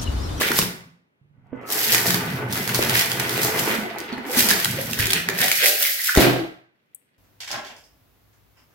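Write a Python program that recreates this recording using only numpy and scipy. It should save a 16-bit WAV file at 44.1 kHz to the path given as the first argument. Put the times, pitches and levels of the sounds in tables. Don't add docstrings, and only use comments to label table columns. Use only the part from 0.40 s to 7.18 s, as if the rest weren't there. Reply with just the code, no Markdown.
import sys
import numpy as np
from scipy import signal
from scipy.fft import rfft, irfft, next_fast_len
from scipy.io import wavfile

SR = 44100
rng = np.random.default_rng(int(sys.argv[2]) if len(sys.argv) > 2 else 0)


def bounce(signal):
    frames = np.transpose(np.atleast_2d(signal))
    limited = np.clip(frames, -1, 1)
    pcm = np.round(limited * 32767).astype(np.int16)
    wavfile.write(sys.argv[1], SR, pcm)


N = 298998
TIME = np.arange(N) / SR

# start and end in seconds, levels of fine crackle and broad folds in dB.
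GRIPS = [(0.0, .08, -30, -27.5), (1.335, 1.7, -27, -38), (1.75, 1.96, -43, -39.5),
         (2.145, 3.34, -34.5, -33.5), (3.4, 3.52, -55.5, -42.5), (3.6, 3.86, -68.5, -44.5),
         (3.92, 4.24, -32, -34), (4.02, 4.06, -25.5, -27.5), (4.3, 4.55, -36, -38.5),
         (4.61, 4.77, -38, -28), (5.02, 5.52, -27.5, -31), (5.58, 5.87, -31, -40), (6.38, 6.78, -87, -77.5)]
# peak and build-up time in seconds, fine and fold levels in dB.
TUGS = [(0.179, 0.046, -17.5, -25.5), (1.45, 0.079, -19.5, -24), (1.54, 0.1, -20.5, -22.5),
        (1.69, 0.042, -28, -26), (2.129, 0.009, -23.5, -36), (2.36, 0.022, -26, -34),
        (2.424, 0.02, -31, -22.5), (2.6, 0.16, -23.5, -21), (3.06, 0.18, -28, -33), (3.2, 0.031, -26, -30),
        (3.315, 0.043, -35.5, -28), (3.995, 0.062, -17, -26.5), (4.118, 0.034, -24, -23),
        (4.603, 0.023, -23.5, -24.5), (4.76, .03, -49, -30.5), (5.035, 0.11, -28.5, -24),
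        (5.245, 0.06, -22, -18.5), (5.283, 0.059, -17.5, -31), (5.435, 0.0316, -20, -20.5),
        (5.68, 0.037, -23, -23), (5.83, 0.066, -26.5, -20)]
# frequency in Hz, level in dB.
WRINKLE_SPECTRUM = [(1500, -24.5), (3200, -6), (5000, -0.5), (6500, -4), (8500, -4.5), (10000, -4),
                    (12000, 1), (16000, -4)]
FOLD_SPECTRUM = [(600, -40.5), (1100, -17), (1550, 3.5), (2050, 6.5), (2500, 2.5), (3500, 0), (5000, -8),
                 (8000, -29)]
# start in seconds, level in dB, pop offset in dB, pop pitch in Hz.
SNAPS = [(0.0100, -7.5, -6, 1110), (.0184, -7.5, -1, 1730), (0.048, -16, -2, 1780), (.086, -15, 3.5, 2150),
         (0.1166, -7, -2, 1450), (0.188, 1.5, -12.5, 1104), (0.2158, -9, 1, 2750),
         (0.2253, -10.5, -5, 5200), (1.302, -10, -13.5, 2020), (1.313, -17, -19, 2030),
         (1.5258, -4, -6, 4900), (1.535, -10, -7, 2040), (1.546, 0, -0.5, 1940), (1.5793, -5, -6, 2610),
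         (1.6657, -6.5, -7, 1800), (1.7046, -2.5, -7, 1790), (1.743, -3.5, -9, 1580),
         (2.125, -9, -18.5, 2220), (2.1548, -13.5, -8, 1280), (2.2753, -8.5, -8, 1540),
         (2.291, -11.5, -4, 1510), (2.3454, -2, -17, 1550), (2.355, -11, -16, 1910), (2.4246, -4, -5, 1600),
         (2.4478, -10.5, -12, 2010), (2.495, -4, -8, 2000), (2.575, -5.5, -12.5, 2500),
         (2.592, -0.5, -6.5, 2800), (2.61, -3, -8.5, 2550), (2.716, -7, 5, 3280), (2.797, -5, -12, 1520),
         (2.893, -8, -16, 1370), (3.016, -10.5, -6, 2040), (3.19, -8.5, 3, 3010),
         (3.584, -16.5, -11.5, 1800), (3.602, -19, -21, 2050), (3.727, -29.5, 13, 4360),
         (3.78, -32, 10, 1840), (3.9923, -3.5, -10.5, 1940), (4.005, -2, -7, 1810),
         (4.087, 0.5, -13.5, 1910), (4.093, -2.5, -23, 1810), (4.1054, 2.5, -13.5, 4770),
         (4.111, -3, 0.5, 1700), (4.135, -10, -7, 1830), (4.245, 0, -16, 4900), (4.255, -8.5, -2.5, 1500),
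         (4.511, -12.5, -15, 2910), (4.532, -7.5, 1, 2700), (4.589, -7, -6.5, 1610),
         (4.5972, -12.5, -3.5, 1530), (4.604, -8.5, -4, 1760), (4.6228, -12, -13.5, 2330),
         (4.633, -11.5, -11, 2820), (4.656, -6.5, -4, 3880), (4.668, -6, -14, 2100),
         (4.704, -8.5, 10, 3400), (4.7087, -5.5, 2.5, 3560), (4.732, 1.5, -5, 2600), (4.887, -7, 3, 1840),
         (4.987, -11, 0.5, 1920), (5.004, -7, -1, 1860), (5.015, -2, -5.5, 1850), (5.035, -6.5, -8, 2130),
         (5.041, -4, -6.5, 1980), (5.0608, -8.5, -7, 1980), (5.0812, -5, -5.5, 1870), (5.115, 0, 0.5, 2260),
         (5.2409, -5, -3, 2120), (5.2587, 1, -2, 2130), (5.428, -5.5, -0.5, 3470), (5.45, -12.5, 8.5, 2240),
         (5.75, -5, -8, 1480), (5.763, -9, 3.5, 2020), (5.7723, -0.5, -8, 1910)]
# multiple of the pop pitch, level in dB.
POP_MODES = [(0.621, -12), (1, 2), (1.27, -4.5)]
# start and end in seconds, level in dB.
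PEELS = [(1.38, 1.58, -37), (5.02, 5.52, -29.5), (5.41, 5.46, -24)]
# frequency in Hz, level in dB.
SIZZLE_SPECTRUM = [(2500, -31), (6000, -14.5), (9000, -10), (12000, -1), (15500, 1)]
# start and length in seconds, first and last Hz, level in dB.
CREAKS = [(1.039, 0.039, 780, 740, -62), (1.139, .05, 1020, 1050, -57.5), (1.207, 0.036, 570, 530, -43.5),
          (1.21, 0.046, 2050, 2200, -64), (1.222, 0.089, 1270, 1320, -47.5),
          (3.421, 0.055, 770, 720, -36.5), (3.426, .06, 380, 360, -37.5), (3.491, 0.064, 694, 680, -41),
          (3.547, .05, 750, 930, -38), (3.592, 0.038, 334, 393, -39.5), (3.683, 0.14, 950, 850, -44),
          (3.719, .03, 4450, 4200, -40.5), (3.846, 0.076, 246, 350, -39), (3.884, 0.036, 760, 830, -36),
          (3.889, 0.058, 492, 428, -33.5), (4.377, 0.024, 556, 510, -30), (5.22, 0.033, 456, 480, -30.5),
          (5.309, 0.068, 2850, 2540, -33), (5.453, 0.065, 2130, 2050, -32), (5.59, 0.026, 1980, 1980, -31),
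          (5.70, 0.064, 1560, 1250, -38)]
# start and end in seconds, levels of rubbing and low hum in dB.
STROKES = [(0.0, .06, -32, -36), (.11, .24, -38.5, -32.5), (.3, .43, -78, -50), (.99, 1.1, -69, -60.5),
           (1.16, 1.28, -48, -48), (1.33, 1.5, -37, -46), (1.54, 1.66, -32.5, -36.5),
           (1.7, 1.84, -34.5, -30.5), (1.9, 2.22, -36, -32), (2.3, 2.4, -34.5, -33),
           (2.47, 2.58, -31.5, -31), (2.65, 2.92, -34.5, -36), (2.96, 3.1, -32, -33),
           (3.17, 3.33, -30, -32.5), (3.43, 3.6, -39, -48), (3.69, 3.82, -41.5, -46.5),
           (3.89, 3.94, -37, -56.5), (3.99, 4.18, -32.5, -37), (4.3, 4.51, -40.5, -33),
           (4.6, 4.78, -40.5, -36), (4.91, 4.93, -36.5, -34.5), (4.98, 5.06, -42, -38.5)]
# frequency in Hz, level in dB.
RUB_SPECTRUM = [(150, -25.5), (280, -3), (400, 2.5), (560, -5.5), (720, -4), (950, -4), (1300, -6.5),
                (2200, -7.5), (3200, -19), (4500, -61.5)]
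# frequency and width in Hz, level in dB.
PANEL_MODES = [(267, 19, 2), (410, 110, 0.5), (534, 170, -1.5), (706, 110, -2.5), (905, 65, -6),
               (1180, 110, -4.5)]
SHELL_MODES = [(1494, 25, 0.5), (2030, 25, -7)]
# frequency and width in Hz, level in dB.
ROOM_MODES = [(62.8, 5.4, -14), (87, 8.6, -7.5), (120.7, 4.5, 3.5), (140.3, 4.3, 2), (173, 6, -1),
              (194.4, 10, -2), (224.6, 13, -2), (260.2, 13, -3.5), (277.5, 2.9, -4.5)]
# time in seconds, pitch in Hz.
CUP_PITCH = [(.3, 174.3), (1.2, 145.6), (1.5, 215.9), (1.7, 174.7), (1.87, 178.3), (1.93, 129.4),
             (3.08, 136.4), (3.27, 219), (3.7, 225.3), (3.97, 243), (4.13, 191.3), (4.3, 138.4),
             (4.44, 143.2), (4.52, 199.5), (4.7, 165)]
# start in seconds, level in dB, pitch in Hz, t60 in seconds, left minus right dB.
KNOCKS = [(0.0103, -6, 480, 0.0095, -1.5), (0.105, -9.5, 340, 0.017, 0.5), (0.1888, -6, 414, 0.0078, -0.5),
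          (0.191, -13, 175, 0.063, 1.5), (.227, -16.5, 300, 0.015, 3), (0.813, -46, 139, 0.2, -8),
          (.86, -49.5, 127.4, 0.094, -9), (.91, -45.5, 141, 0.15, -10), (.98, -47, 126.3, 0.11, -19),
          (1.061, -48, 135, 0.092, -22), (1.122, -31, 138, 0.08, -15), (1.127, -23.5, 261, 0.07, -5),
          (1.129, -27, 494, 0.055, -7.5), (1.716, -23, 150, 0.063, 3), (2.3913, 1, 456, 0.009, 1.5),
          (3.384, -18, 211, 0.075, -2), (3.724, -21, 235, 0.096, -2), (3.78, -24, 244, 0.1, -3.5),
          (3.971, -13, 241, 0.07, 2), (4.112, -16, 190, .08, 0), (4.598, -8, 108, 0.046, 3),
          (4.679, -26, 389, 0.12, 1), (4.891, -23, 403, 0.13, 0.5), (5.79, -14, 279.6, 0.41, 0.5),
          (5.929, -25.5, 339, .22, 0), (6.0, -23, 328, 0.17, 4)]
# frequency in Hz, level in dB, t60 in seconds.
TUBE_MODES = [(128, 0, 0.22), (185, -7, 0.3), (276, -1.5, 0.2), (348, 2, .22), (500, -10, 0.16),
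              (635, -4, .14), (698, -0.5, 0.13), (1560, 1, 0.069), (1980, -9, 0.36)]
# start and length in seconds, level in dB.
SQUEAKS = [(5.682, .018, -19.5), (5.705, .05, -32)]
# start and end in seconds, level in dB.
SHOVES = [(4.92, 5.1, -39.5), (5.25, 5.31, -34)]
# frequency and width in Hz, level in dB.
SQUEAK_MODES = [(1520, 110, -0.5), (1760, 120, -5)]
DRAG_MODES = [(475, 190, -14.5), (585, 13, 2.5), (753, 30, 0.5)]
# start in seconds, level in dB.
SCRAP_LANDINGS = [(6.547, -25.5), (6.558, -43)]
# frequency in Hz, level in dB.
TICK_SPECTRUM = [(1000, -29), (5000, -39), (8000, 8), (11000, 1), (16000, -5)]
BACKGROUND_SPECTRUM = [(25, -34), (62, -14), (140, 0), (400, -3), (700, -9), (1250, -11), (2200, -12),
                       (3200, -19), (5000, -30), (8000, -36), (13000, -34), (16000, -37)]
# time in seconds, lag of the left channel in samples.
HAND_LAG = [(0, -5.5), (.5, 10), (1.2, 6.5), (3.4, 9.5), (3.8, -5), (5.9, -3)]
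# frequency in Hz, t60 in seconds.
ROOM_T60 = [(100, 0.5), (260, 0.36), (700, 0.46), (1840, 0.53), (4850, 0.44), (12800, 0.35)]

GRIP_ATTACK_S, GRIP_RELEASE_S, TUG_RELEASE_S = 0.062, 0.11, 0.03
STROKE_ATTACK_S, STROKE_RELEASE_S = 0.068, 0.15
SHOVE_ATTACK_S, SHOVE_RELEASE_S = 0.059, 0.21
AFTER_GAP_S, AFTER_LOSS_DB = 0.003, 7
CREAK_Q, CUP_WIDTH_HZ = 26, 9.2
PANEL_DRIFT, SQUEAK_SAG = 0.09, 0.06
BUMP_S, BUMP_DB = 5.7735, -4
GRAZE_LEAD_S, GRAZE_DB = 0.014, -11
JOLT_GAP_S, JOLT_SLOWING = 0.013, 1.13
JOLT_HOLD_S, JOLT_FADE_DB_PER_S = 0.082, 99
TOP_HZ = 16000


def film_crackle():
    grip_power = movement_power(GRIPS, GRIP_ATTACK_S, GRIP_RELEASE_S)
    tug_power = sum(np.outer(amp(levels), gesture(s, s, build_s, TUG_RELEASE_S)) ** 2
                    for s, build_s, *levels in TUGS)
    fine_gain, fold_gain = np.sqrt(grip_power + tug_power)
    fine = unit(colour(buckles(rate=2300, spread_db=4, clump_db=4, facet_t60=0.0035), WRINKLE_SPECTRUM))
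    folds = unit(colour(buckles(rate=750, spread_db=3, clump_db=4.5, facet_t60=0.006), FOLD_SPECTRUM))
    return amp(2) * fine_gain * fine + amp(-0.98) * fold_gain * folds


def buckles(rate, spread_db, clump_db, facet_t60, size=160, count=40):
    facets = 0.76 * rng.standard_normal((count, size)) + rng.standard_normal((2, count, size))
    facets *= amp(-60 * np.arange(size) / SR / facet_t60)
    clumps = amp(clump_db * (np.tanh(wobble(70)) + 0.38 * np.tanh(wobble(24))))
    when, which, rank = rng.random((int(rate * N / SR), 3)).T
    starts = (when * (N - size)).astype(int)
    strengths = amp(-spread_db * np.log(rank + 0.0071)) * clumps[starts]
    places = (starts[:, None] + np.arange(size)).ravel()
    clicks = facets[:, (which * count).astype(int)] * strengths[:, None]
    return unit(np.array([np.bincount(places, side.ravel(), N) for side in clicks]))


def crease_snaps(neighbours=2):
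    cracks, pops, t = np.zeros((2, N)), np.zeros((2, N)), np.arange(SR // 50) / SR
    swell = 1 - np.exp(-(t / 0.0012) ** 2)
    for s, db, pop_db, hz in SNAPS:
        delays = np.append(0, np.cumsum(rng.exponential(AFTER_GAP_S, neighbours)))
        for delay in delays:
            noise = 0.5 * rng.standard_normal(len(t)) + 0.7 * rng.standard_normal((2, len(t)))
            crack = noise * swell * amp(-60 * t / 0.008)
            crack /= np.linalg.norm(crack, axis=1, keepdims=True)
            add(cracks, s + delay, amp(db + 9 - AFTER_LOSS_DB * (delay > 0)) * crack)
        cycles, pop = hz * t, 0
        for ratio, level in POP_MODES:
            phase = ratio * cycles + rng.random() + 0.33 * rng.random((2, 1))
            pop += amp(level) * np.sin(2 * np.pi * phase)
        add(pops, s, amp(db + pop_db + 4) * pop * swell * amp(-60 * cycles / 16))
    crack_spectrum = [(200, -11), (900, -9), (1600, -2.5), (4500, 4), (8000, -0.5), (16000, -0.5)]
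    return pops + colour(cracks, crack_spectrum)


def peeling():
    breaks = buckles(rate=5000, spread_db=-2.5, clump_db=5.5, facet_t60=0.002)
    gain = np.sqrt(movement_power(PEELS, GRIP_ATTACK_S, GRIP_RELEASE_S))
    return gain * unit(colour(breaks, SIZZLE_SPECTRUM))


def finger_creaks():
    out = np.zeros(N)
    for s, length, first_hz, last_hz, db in CREAKS:
        swell = signal.windows.tukey(int(length * SR), 0.5)
        jerks = (rng.random(SR) < 700 / SR) * rng.standard_normal(SR)
        hz = np.interp(np.arange(-SR, 0), [-len(swell), 0], [first_hz, last_hz])
        ring = gliding(jerks, hz, first_hz / CREAK_Q)[-len(swell):]
        add(out, s, amp(db) * swell * unit(ring))
    return out


def palm_rubbing():
    jerks, panels = slips(rate=1500, spread_db=1.5), 0
    for hz, width, db in PANEL_MODES:
        ring = gliding(jerks, hz * np.exp(PANEL_DRIFT * wobble(12)), width)
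        panels += ring * amp(db + 2.9 * np.tanh(wobble(16)))
    panels = colour(panels, [(100, -14), (330, -3), (1500, -0.5), (4500, -38)])
    shell = colour(resonate(jerks, SHELL_MODES), [(600, -18), (1400, -3.5), (2200, 2), (4500, -34.5)])
    hiss = colour(slips(rate=1100, spread_db=5), RUB_SPECTRUM)
    return unit(unit(hiss) + amp(-4.5) * unit(panels) + amp(-7) * unit(shell))


def palm_strokes():
    rub_gain, hum_gain = np.sqrt(movement_power(STROKES, STROKE_ATTACK_S, STROKE_RELEASE_S))
    rub = palm_rubbing()
    jerks = slips(rate=970, spread_db=2)
    cup = gliding(jerks, np.interp(TIME, *np.transpose(CUP_PITCH)), CUP_WIDTH_HZ)
    cup = unit(colour(cup, [(20, -7), (50, 0), (130, -1.5), (300, -1), (900, -23.5), (3000, -57)]))
    hum_spectrum = [(20, -21.5), (45, -8), (62, 1.5), (280, 1.5), (900, -25.5), (3000, -57.5)]
    room_hum = unit(colour(resonate(jerks, ROOM_MODES), hum_spectrum))
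    surface = amp(1) * rub_gain * rub + amp(-8) * hum_gain * cup
    return room(surface, wet_db=0.5) + amp(-1) * hum_gain * room_hum


def soft_knocks():
    out, t = np.zeros((2, N)), np.arange(SR // 2) / SR
    for s, db, hz, t60, pan_db in KNOCKS:
        onset = 1 - np.exp(-t * hz / 0.35)
        knock = -np.sin(2 * np.pi * hz * t) * amp(-60 * t / t60) * onset
        add(out, s, amp([[db + pan_db / 2], [db - pan_db / 2]]) * knock)
    return signal.sosfilt(signal.butter(2, 1400, fs=SR, output="sos"), out)


def tube_bump():
    ring, clatter, t = np.zeros(N), np.zeros((2, N)), np.arange(SR // 2) / SR
    for s, db in jolts():
        strengths = rng.choice([-1, 1], len(TUBE_MODES)) * amp(rng.normal(0, 2, len(TUBE_MODES)))
        modes = sum(strength * amp(level - 60 * t / t60) * np.sin(2 * np.pi * hz * t)
                    for strength, (hz, level, t60) in zip(strengths, TUBE_MODES))
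        add(ring, s, amp(db - 23) * modes)
        rattle_db = 1.13 * db - 11
        noise = rng.standard_normal(len(t)) + 0.77 * rng.standard_normal((2, len(t)))
        add(clatter, s, amp(rattle_db - 60 * t / 0.12) * noise)
    clatter_spectrum = [(40, -32), (120, -11), (280, 0.5), (720, -1), (1000, -11), (1600, -11),
                        (4000, -15.5), (9000, -45.5)]
    return ring + colour(clatter, clatter_spectrum)


def jolts(count=10):
    gaps = JOLT_GAP_S * JOLT_SLOWING ** np.arange(count) * np.exp(0.15 * rng.standard_normal(count))
    delays = np.append(0, np.cumsum(gaps))
    levels = BUMP_DB - JOLT_FADE_DB_PER_S * np.maximum(delays - JOLT_HOLD_S, 0)
    return [(BUMP_S - GRAZE_LEAD_S, GRAZE_DB), *zip(BUMP_S + delays, levels)]


def table_thud():
    out, t = np.zeros(N), np.arange(SR // 4) / SR
    push = -amp(1) * np.sin(2 * np.pi * 290 * t) * amp(-60 * t / 0.0155)
    swing = amp(-6.5) * np.sin(2 * np.pi * 56 * t) * amp(-60 * t / 0.088)
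    add(out, BUMP_S, push + swing)
    return out * amp([[2], [-1]])


def edge_squeaks():
    out = np.zeros(N)
    for s, length, db in SQUEAKS:
        swell = signal.windows.tukey(int(length * SR), 0.4)
        jerks = (rng.random(SR) < 900 / SR) * rng.standard_normal(SR)
        sag = np.interp(np.arange(-SR, 0), [-len(swell), 0], [1 + SQUEAK_SAG / 2, 1 - SQUEAK_SAG / 2])
        ring = sum(amp(level) * unit(gliding(jerks, hz * sag, width)[-len(swell):])
                   for hz, width, level in SQUEAK_MODES)
        add(out, s, amp(db) * swell * unit(ring))
    return signal.sosfilt(signal.butter(2, [1100, 2600], "bandpass", fs=SR, output="sos"), out)


def tube_drag():
    ring = resonate(slips(rate=760, spread_db=12.5), DRAG_MODES)
    hoot = colour(ring, [(100, -5.5), (450, 7.5), (800, -3), (1200, -23), (4000, -42.5)])
    return np.sqrt(movement_power(SHOVES, SHOVE_ATTACK_S, SHOVE_RELEASE_S)) * unit(hoot)


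def falling_scrap():
    out, t = np.zeros((2, N)), np.arange(SR // 30) / SR
    for s, db in SCRAP_LANDINGS:
        add(out, s, amp(db - 60 * t / 0.022) * rng.standard_normal((2, len(t))))
    return colour(out, TICK_SPECTRUM) * amp([[0], [-11]])


def at_hands(x):
    lag = np.round(np.interp(TIME, *np.transpose(HAND_LAG))).astype(int)
    return np.array([x[0, np.clip(np.arange(N) - lag, 0, N - 1)], x[1]])


def room(x, wet_db):
    hz, t, bands = signal.stft(diffuse_noise(SR * 3 // 4), SR, nperseg=256)
    decay = amp(-60 * t / along(ROOM_T60, hz)[:, None])
    tail = signal.istft(bands * decay * (1 - np.exp(-t / 0.0005)), SR, nperseg=256)[1]
    return x + amp(wet_db) * convolve(x, tail / np.linalg.norm(tail[0]))


def diffuse_noise(size):
    coherence = [(100, 0.96), (250, 0.36), (550, 0.26), (900, -0.45), (2000, -0.71), (6000, -0.35)]
    likeness = along(coherence, np.fft.rfftfreq(size, 1 / SR))
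    mid, side = rfft(rng.standard_normal((2, size))) * np.sqrt([1 + likeness, 1 - likeness])
    return unit(irfft([mid + side, mid - side], size))


def slips(rate, spread_db):
    jerks = (rng.random(N) < rate / SR) * rng.standard_normal(N)
    return jerks * amp(spread_db * np.tanh(wobble(45)))


def gesture(start, end, attack_s, release_s):
    rising, falling = np.maximum(start - TIME, 0) / attack_s, np.maximum(TIME - end, 0) / release_s
    return amp(-20 * (rising ** 2 + falling))


def movement_power(rows, attack_s, release_s):
    return sum(np.outer(amp(levels), gesture(start, end, attack_s, release_s)) ** 2
               for start, end, *levels in rows)


def resonate(x, modes):
    size = next_fast_len(N + SR // 2)
    f = np.fft.rfftfreq(size, 1 / SR)
    response = sum((-1) ** k * amp(db) * 1j * f * width / (hz * hz - f * f + 1j * f * width)
                   for k, (hz, width, db) in enumerate(modes))
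    return irfft(rfft(x, size) * response, size)[..., :N]


def gliding(x, hz, width_hz):
    turn = np.exp(2j * np.pi * np.cumsum(hz) / SR)
    pole = np.exp(-np.pi * width_hz / SR)
    return np.real(turn * signal.lfilter([1 - pole], [1, -pole], x / turn))


def colour(x, spectrum, size=8192):
    cepstrum = irfft(np.log(amp(along(spectrum, np.fft.rfftfreq(size, 1 / SR)))))
    response = irfft(np.exp(rfft(2 * cepstrum[:size // 2], size)))
    return convolve(x, response / np.linalg.norm(response))


def convolve(x, response):
    return signal.oaconvolve(np.atleast_2d(x), np.atleast_2d(response), axes=1)[:, :N]


def wobble(rate):
    knots = rng.standard_normal(int(N * rate / SR) + 2)
    return np.interp(TIME * rate, np.arange(len(knots)), knots)


def along(points, hz):
    f, values = np.transpose(points)
    return np.interp(np.log(hz + 1), np.log(f + 1), values)


def add(track, s, sound):
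    part = track[..., max(round(s * SR), 0):][..., :sound.shape[-1]]
    part += sound[..., :part.shape[-1]]


def amp(db):
    return 10 ** (np.asarray(db) / 20)


def unit(x):
    return x / np.sqrt(np.mean(x ** 2) + 1e-20)


def scene():
    wrap = room(at_hands(film_crackle() + peeling() + finger_creaks() + edge_squeaks()), wet_db=-1)
    wrap += room(at_hands(crease_snaps()), wet_db=-4)
    handling = palm_strokes() + room(tube_drag(), wet_db=0.5) + room(tube_bump(), wet_db=-2.5)
    handling += room(soft_knocks(), wet_db=-2) + table_thud()
    background = amp(-70) * unit(colour(diffuse_noise(next_fast_len(N)), BACKGROUND_SPECTRUM))
    return (wrap + handling) * amp([[-0.5], [0.5]]) + room(falling_scrap(), wet_db=-17) + background


def record(dry):
    rounded = dry / (1 + np.abs(dry) ** 6) ** (1 / 6)
    lowpass = signal.firwin(301, TOP_HZ, window="blackman", fs=SR)
    return signal.fftconvolve(rounded, lowpass[None], "same", axes=1)


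dry = scene()
out = record(dry)
bounce(out)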